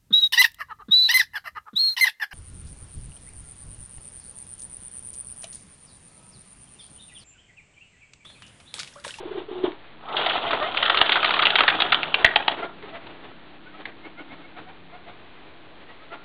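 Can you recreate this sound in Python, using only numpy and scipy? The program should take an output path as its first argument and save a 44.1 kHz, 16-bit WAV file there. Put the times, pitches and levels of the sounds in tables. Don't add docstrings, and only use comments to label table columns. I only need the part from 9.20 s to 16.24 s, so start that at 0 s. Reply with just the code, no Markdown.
import sys
import numpy as np
from scipy import signal
from scipy.fft import rfft, irfft
from scipy.io import wavfile
from scipy.ndimage import uniform_filter1d

SR = 44100
rng = np.random.default_rng(int(sys.argv[2]) if len(sys.argv) > 2 else 0)


def elevation(decibels):
    levels = np.asarray(decibels, float)
    return 10 ** (levels / 20)


def unload_wav(signal):
    wavfile.write(
        sys.argv[1],
        SR,
        np.round(np.clip(np.atleast_2d(signal).T, -1, 1) * 32767).astype(np.int16),
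    )


N = 310464


def over_time(points_s, values):
    return np.interp(np.arange(N) / SR, points_s, values)


def in_time(rows):
    s, *columns = np.transpose(rows)
    return [over_time(s, column) for column in columns]


def rms_one(x):
    return x / np.sqrt(np.mean(x ** 2) + 1e-20)


def band(x, low_hz, high_hz):
    return signal.sosfilt(signal.butter(2, [low_hz, high_hz], "band", fs=SR, output="sos"), x)


def coloured(spectrum, x):
    hz, db = np.transpose(spectrum)
    bin_hz = np.fft.rfftfreq(N, 1 / SR) + 1
    gain_db = np.interp(np.log(bin_hz), np.log(hz), db)
    return rms_one(irfft(rfft(x) * elevation(gain_db), N))


def drift(rate_hz):
    r = np.exp(-2 * np.pi * rate_hz / SR)
    wander = signal.lfilter([1], [1, -2 * r, r * r], rng.standard_normal(N + SR))
    return rms_one(wander[SR:])


def add(out, piece, start_s):
    at = max(round(start_s * SR), 0)
    out[at:at + len(piece)] += piece[:N - at]


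# frequency in Hz, density in dB per Hz.
AIR_SPECTRUM = [(30, -5.5), (110, -3), (200, -8.5), (400, -2), (800, -5), (1300, -8.5), (2500, -11.5),
                (5000, -18)]
# middle in seconds, level in dB, half length in seconds.
GUSTS = [
    (0.0, -43.5, 0.26),
    (3.821, -46.5, 0.36),
]


def garden(rest_db=-47.5, stirred_db=-45, rustle_db=-3.0):
    t = np.arange(N) / SR
    rustle = elevation(rest_db) + elevation(stirred_db) * over_time([1.06, 1.12, 3.33, 3.42], [0, 1, 1, 0])
    for s, db, half_s in GUSTS:
        rustle = rustle + elevation(db) * np.clip(1 - np.abs(t - s) / half_s, 0, 1)
    return rustle * elevation(rustle_db + 2.2 * drift(9.5)) * coloured(AIR_SPECTRUM, rng.standard_normal(N))


# time in seconds, cycle rate in Hz, level in dB.
ENGINE_RUN = [(0.0, 28.1, -62.5), (0.45, 28.09, -62.5), (0.65, 28.3, -70), (0.92, 28.64, -56.5),
              (1.51, 30.21, -59.5), (2.21, 31.46, -52), (3.18, 32.85, -57.5), (3.92, 33.25, -59),
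              (5.22, 33.6, -59.5), (5.94, 31.69, -66), (7.04, 30.13, -67.5)]
# multiple of the cycle rate, level in dB.
ENGINE_ORDERS = [(5, -2.5), (6, -5), (7, -8), (8, -1.5)]


def engine(waver=.002, throb_db=2.5, pipe_hz=318.2, pipe_width_hz=48):
    rate_hz, load_db = in_time(ENGINE_RUN)
    phase = 2 * np.pi * np.cumsum(rate_hz * (1 + waver * drift(3))) / SR
    levels = {round(k): elevation(load_db + db) for k, db in ENGINE_ORDERS}
    for k in (9, 10, 11):
        detune = 2 * (k * rate_hz - pipe_hz) / pipe_width_hz
        levels[k] = elevation(load_db + 3.0) / (1 + detune ** 2)
    out = np.zeros(N)
    for k, gain in levels.items():
        out += np.sqrt(2) * gain * elevation(throb_db * drift(3.6)) * np.sin(k * phase + k * k)
    return out


# middle in seconds, level in dB, pitch in Hz, length in ms.
COO_PUFFS = [(.01, -31, 372, 21), (0.034, -29.5, 477, 20), (0.061, -28, 346, 24), (0.083, -36, 432, 33),
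             (0.116, -25.5, 395, 24), (.137, -36.5, 388, 18), (0.158, -26, 401, 26), (.182, -24.5, 360, 26),
             (0.2, -32, 367, 16), (0.221, -34, 413.4, 24), (3.64, -35.5, 416, 26), (4.6, -41, 307, 40),
             (4.867, -38, 324, 30), (4.985, -45, 312.4, 26), (5.015, -40, 301.5, 30),
             (5.108, -46.5, 286, 24), (5.135, -38, 286, 30), (5.201, -42.5, 297, 34),
             (5.41, -42.5, 305.7, 60), (6.235, -50, 294, 50)]
# time in seconds, pitch in Hz, level in dB.
HELD_COO = [
    (0.28, 437, -40.5),
    (0.312, 357, -39),
    (0.418, 372.4, -35),
    (0.44, 362, -27),
    (0.456, 330, -36.5),
    (0.488, 321, -41.5),
    (0.53, 319, -53),
]


def coo(second_db=-23.5, throb_db=5.5, breath_db=-9.5, hiss_db=-17.5):
    pitch_hz, db = in_time(HELD_COO)
    gate = over_time([.27, .29, .51, .54], [0, 1, 1, 0])
    effort = elevation(db + 1.0 + throb_db * drift(50)) * gate
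    phase = 2 * np.pi * np.cumsum(pitch_hz * (1 + 0.017 * drift(40))) / SR
    voice = effort * (np.sin(phase) + elevation(second_db) * np.sin(2 * phase))
    for s, puff_db, hz, ms in COO_PUFFS:
        t = np.arange(round(ms / 1000 * SR)) / SR
        puff = elevation(puff_db) * np.hanning(len(t))
        add(voice, puff * np.sin(2 * np.pi * hz * t), s - ms / 2000)
        add(effort, puff, s - ms / 2000)
    breath = elevation(breath_db) * rms_one(band(rng.standard_normal(N), 300, 1100))
    hiss = elevation(hiss_db) * rms_one(band(rng.standard_normal(N), 2700, 3800))
    return voice + uniform_filter1d(effort, size=1500, origin=500) * (breath + hiss)


# start in seconds, peak in dB, strongest pitch in Hz, contact in ms.
FLOCK_CLAPS = [(0.887, -26.5, 684, 17), (0.967, -10.5, 3140, 14), (1.009, -19, 1390, 8.9),
               (1.062, -9.5, 670, 8.1), (1.095, -13, 2740, 22), (1.133, -16.5, 674, 54),
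               (1.331, -12.5, 1283, 7), (1.425, -13.5, 1255, 10), (1.545, -14.5, 1325, 1.8),
               (1.571, -5.5, 3420, 11), (1.626, -4.5, 3210, 4.8), (1.653, -12, 3340, 11),
               (1.697, -3.5, 1327, 7.5), (1.744, -9.5, 1175, 5.6), (1.786, -14.5, 1850, 7),
               (1.813, 0.5, 2960, 3.7), (1.858, -12, 2865, 15), (1.893, -2.5, 3500, 2.9),
               (1.919, -1, 3220, 16), (1.955, -7.5, 1410, 30), (2.045, -5.5, 1130, 5.3),
               (2.058, -9, 3750, 6.4), (2.106, -6.5, 1344, 4.1), (2.138, -7, 1117, 8.1),
               (2.163, -12.5, 1200, 19), (2.191, -8, 1253, 9.5), (2.22, -4.5, 3450, 11),
               (2.253, -1, 2620, 8), (2.268, -3.5, 2730, 3.9), (2.303, -7.5, 3540, 3)]
# start in seconds, peak in dB, strongest pitch in Hz, contact in ms.
LATE_CLAPS = [(0.518, -32, 1940, 2.3), (2.355, -2, 3420, 5.5), (2.385, -5, 1990, 8.6),
              (2.406, -2, 1372, 1.9), (2.435, -8, 1440, 2.1), (2.479, -1.5, 1650, 12),
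              (2.499, -6, 2430, 6.1), (2.602, -6.5, 3480, 4.6), (2.619, 0.5, 3360, 5.8),
              (2.651, -18, 930, 1.9), (2.721, 0.5, 1387, 12), (2.744, -0.5, 3160, 4.3),
              (2.831, -5.5, 2590, 7.6), (2.942, -1.5, 2820, 4.9), (3.045, 5, 1830, 4.5),
              (3.061, -6, 2410, 0.98), (3.159, 2, 836, 2.88), (3.28, -2.5, 834, 0.8), (3.295, -24, 3000, 3),
              (3.315, -19.5, 3330, 4.8), (3.625, -30.5, 2030, 4), (3.867, -29, 984, 7.9),
              (4.654, -20.5, 1900, 5.9), (0.979, -16.5, 870, 3.2), (1.308, -12, 1210, 7.9),
              (1.772, -6, 3090, 4.8), (2.028, -7, 1360, 6.3), (2.091, -14, 887, 3.1),
              (2.227, -5, 1316, 9.3), (2.548, -17.5, 807, 8.8)]


def claps(ring_width=0.2, attack_s=.0006, tail_ms=4.23, rough_db=3.5, level_db=1.0,
          dull_db=-16 + 7.5, dull_spread_db=5.5, body_db=-2.0):
    out, t = np.zeros(N), np.arange(2048) / SR
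    rows = FLOCK_CLAPS + LATE_CLAPS
    for (s, db, hz, ms), noise in zip(rows, rng.standard_normal((len(rows), 4, 2048))):
        after_contact_s = np.maximum(t - ms / 1000, 0)
        shape = np.minimum(t / attack_s, 1) * np.exp(-after_contact_s / (tail_ms / 1000) - t / 0.014)
        jagged = shape * elevation(rough_db * rms_one(band(noise[3], 170, 830)))
        bright = rms_one(band(noise[0], 1800, 4900))
        dull = elevation(dull_db + dull_spread_db * noise[3, 0]) * rms_one(band(noise[1], 680, 1600))
        low_hz, high_hz = hz * (1 - ring_width / 2), hz * (1 + ring_width / 2)
        cupped = elevation(body_db) * rms_one(band(noise[2], low_hz, high_hz))
        burst = band(jagged * (bright + dull + cupped), 350, 5400)
        add(out, elevation(db + level_db) * burst / np.abs(burst).max(), s)
    return out


def after_claps(decay_s=0.032):
    out, t = np.zeros(N), np.arange(round(8 * decay_s * SR)) / SR
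    for s, db, *_ in FLOCK_CLAPS + LATE_CLAPS:
        add(out, elevation(.5 * db) * np.exp(-t / decay_s), s)
    return np.tanh(uniform_filter1d(out, size=200))


# time in seconds, rush in dB.
FLOCK_EFFORT = [
    (0.82, -54),
    (0.91, -39.5),
    (1.0, -25.5),
    (1.4, -28.5),
    (1.54, -30),
    (1.66, -24),
    (2.6, -28.5),
    (3.3, -38.5),
    (3.56, -58.5),
]
# frequency in Hz, density in dB per Hz.
FEATHER_SPECTRUM = [(120, -61.5), (200, -21.5), (237, -25), (337, -17), (849, -7), (1020, -2.5),
                    (1310, 2.5), (1670, -7.5), (3330, -6), (4500, -19.5), (5850, -36.5), (9900, -120)]
RUSH_BANDS_DB = [0, 1.5, -1]
RUSH_FOLLOWS = [0.64, 1, 0.97]
# lift in dB in the slow, deep first strokes.
HEAVY_DB = [2, -1, 0.5]
HEAVY_UNTIL_S = [1.4, 1.6]


def rush(flutter_db=2.0, beat_db=-1.0, slaps_per_s=410.0, slap_db=-5.0, slap_ms=0.91, parting_db=4, top_db=-27):
    hits = (rng.random(N) < slaps_per_s / SR) * rng.standard_normal(N)
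    hits = hits * elevation(1.5 * rng.exponential(1, N).clip(0, 4))
    fading = np.exp(-np.arange(400) / SR * 1000 / slap_ms)
    slaps = rng.standard_normal(N) * signal.fftconvolve(np.abs(hits), fading)[:N]
    feathers = coloured(FEATHER_SPECTRUM, rng.standard_normal(N) + elevation(slap_db) * rms_one(slaps))
    together_db = beat_db * drift(26) + parting_db * (after_claps() - .5)
    effort_db, = in_time(FLOCK_EFFORT)
    heavy = over_time(HEAVY_UNTIL_S, [1, 0])
    edges_hz = [(250, 1000), (1000, 2200), (2200, 5400)]
    out = np.zeros(N)
    for db, lift_db, share, edge in zip(RUSH_BANDS_DB, HEAVY_DB, RUSH_FOLLOWS, edges_hz):
        level_db = top_db + db + lift_db * heavy + share * (effort_db - top_db)
        out += elevation(level_db + together_db + flutter_db * drift(85)) * rms_one(band(feathers, *edge))
    return out * over_time([.78, .84, 3.5, 3.57], [0, 1, 1, 0])


# middle in seconds, feather pitch in Hz, whistle in dB,
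# loudest partial 1-3, air in dB.
FLOCK_STROKES = [(0.9, 659, -43.5, 1.9, -43.5), (0.995, 621, -35.5, 0.37, -28.5),
                 (1.075, 692, -35, 2.2, -35), (1.17, 670, -37, 2.4, -35), (1.24, 690, -40.5, 0.57, -33.5),
                 (1.282, 684, -30.5, 0.71, -35.5), (1.335, 659, -29.5, 1.6, -27),
                 (1.43, 613, -24.5, 1.55, -36), (1.475, 711, -30, 0.87, -35), (2.42, 681, -43, 1.3, -27.5),
                 (2.535, 818, -27, 0.52, -29), (2.655, 719, -33.5, 0.9, -30.5), (3.0, 752, -35.5, 1.2, -31),
                 (3.1, 750, -37.5, 1.6, -35.5), (3.2, 800, -32.5, 1.4, -36.5),
                 (3.315, 694, -36.5, 0.83, -32.5), (3.385, 656, -44.5, 1.4, -32),
                 (3.435, 693, -32.5, 1.47, -32)]
# middle in seconds, feather pitch in Hz, whistle in dB,
# loudest partial 1-3, air in dB.
LONE_STROKES = [(3.64, 664, -52.5, 2.8, -46), (3.685, 653.4, -52, 1.9, -42), (3.75, 672, -40, 1.05, -38),
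                (3.9, 737, -55, 1.6, -44), (4.04, 717, -58, 1.1, -42.5), (4.115, 659, -56.5, 1.6, -53),
                (4.34, 670, -62, 1.1, -50), (4.475, 746, -50, 2.1, -56), (4.55, 640, -51, 1.9, -48.5),
                (4.6, 769, -49, 1, -41.5), (4.675, 783, -53.5, 1.1, -43), (4.855, 730, -44.5, 3.3, -42.5),
                (4.995, 717, -42, 2.5, -43), (5.12, 728, -44.5, 3, -42), (5.2, 647, -53.5, 1.7, -50),
                (5.25, 724, -49, 3.5, -51.5), (5.378, 747, -44.5, 1.4, -40), (5.49, 761, -47, 1, -45.5),
                (5.745, 713, -47.5, 1.1, -50.5), (5.885, 702, -47, 0.82, -43), (6.17, 661, -57, 2.5, -53),
                (6.695, 637, -51.5, 2.8, -45.5), (6.825, 641, -52.5, 1.8, -49.5),
                (6.93, 683, -40, 1.6, -38)]
PARTIAL_FLOOR_DB = [-15, -17, -9.5]


def whistles(length_ms=72., rise=.13, waver=0.0062, gain_db=2.5, partial_fall_db=12.5, flutter_db=2.5):
    out, wobble = np.zeros(N), drift(60)
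    t = np.arange(round(length_ms / 1000 * SR)) / SR
    for s, hz, db, loudest, _ in FLOCK_STROKES + LONE_STROKES:
        start_s = s - length_ms / 2000
        shake = np.resize(wobble[round(start_s * SR):], len(t))
        pitch_hz = hz * (1 + rise * (t / t[-1] - .5) + waver * shake)
        phase = 2 * np.pi * np.cumsum(pitch_hz) / SR
        loss_db = np.maximum(-partial_fall_db * (np.arange(1, 4) - loudest) ** 2, PARTIAL_FLOOR_DB)
        tone = sum(elevation(db + loss + gain_db) * np.sin(k * phase) for k, loss in enumerate(loss_db, 1))
        add(out, tone * np.hanning(len(t)), start_s)
    return out * elevation(flutter_db * drift(50))


def puffs(length_ms=75., lag_s=.008, rough_db=-0.5):
    swell, shape = np.zeros(N), np.hanning(round(length_ms / 1000 * SR))
    for s, *_, db in FLOCK_STROKES + LONE_STROKES:
        add(swell, elevation(db) * shape, s + lag_s - length_ms / 2000)
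    air = coloured(AIR_SPECTRUM, band(rng.standard_normal(N), 250, 5000))
    return swell * elevation(rough_db * drift(210)) * air


# delay in seconds, level in dB.
ECHOES = [(.008, -14), (0.0143, -22), (0.027, -18), (0.04, -19), (.062, -19.5), (0.087, -25.5)]


def yard(x, dull_hz=3000., smear_ms=6.):
    t = np.arange(round(.15 * SR)) / SR
    spots = sum(elevation(db) * np.exp(-np.abs(t - s) * 1000 / smear_ms) * (t > s) for s, db in ECHOES)
    response = spots * rng.standard_normal(len(t)) / np.sqrt(smear_ms / 2000 * SR)
    return x + signal.fftconvolve(band(x, 200, dull_hz), response)[:N]


def scene():
    birds = coo() + claps() + whistles() + puffs()
    return (garden() + engine() + yard(birds) + rush())[None]


def low_pass(x):
    return signal.sosfilt(signal.butter(12, 15760, fs=SR, output="sos"), x)


def record(dry, step=.00765, bias=-.0046, overload=.975):
    dry = dry - 0.24 * band(dry, 440, 620) - .25 * band(dry, 3800, 4500)
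    dry = dry + 0.097 * band(np.clip(dry, -1.5, 1.5) ** 4, 27.0, 300)
    slow = signal.resample_poly(dry, 1, 4, axis=1)
    steps = np.clip(np.round((slow + bias) / step), -128, 127) * step
    smooth = signal.firwin(numtaps=97, cutoff=4180, window=("kaiser", 9.), fs=SR)
    full = signal.resample_poly(steps, 4, 1, axis=1, window=smooth)[:, :N]
    mix = np.clip(full, -overload, overload)
    return low_pass(mix)


dry = scene()
out = record(dry)
unload_wav(out)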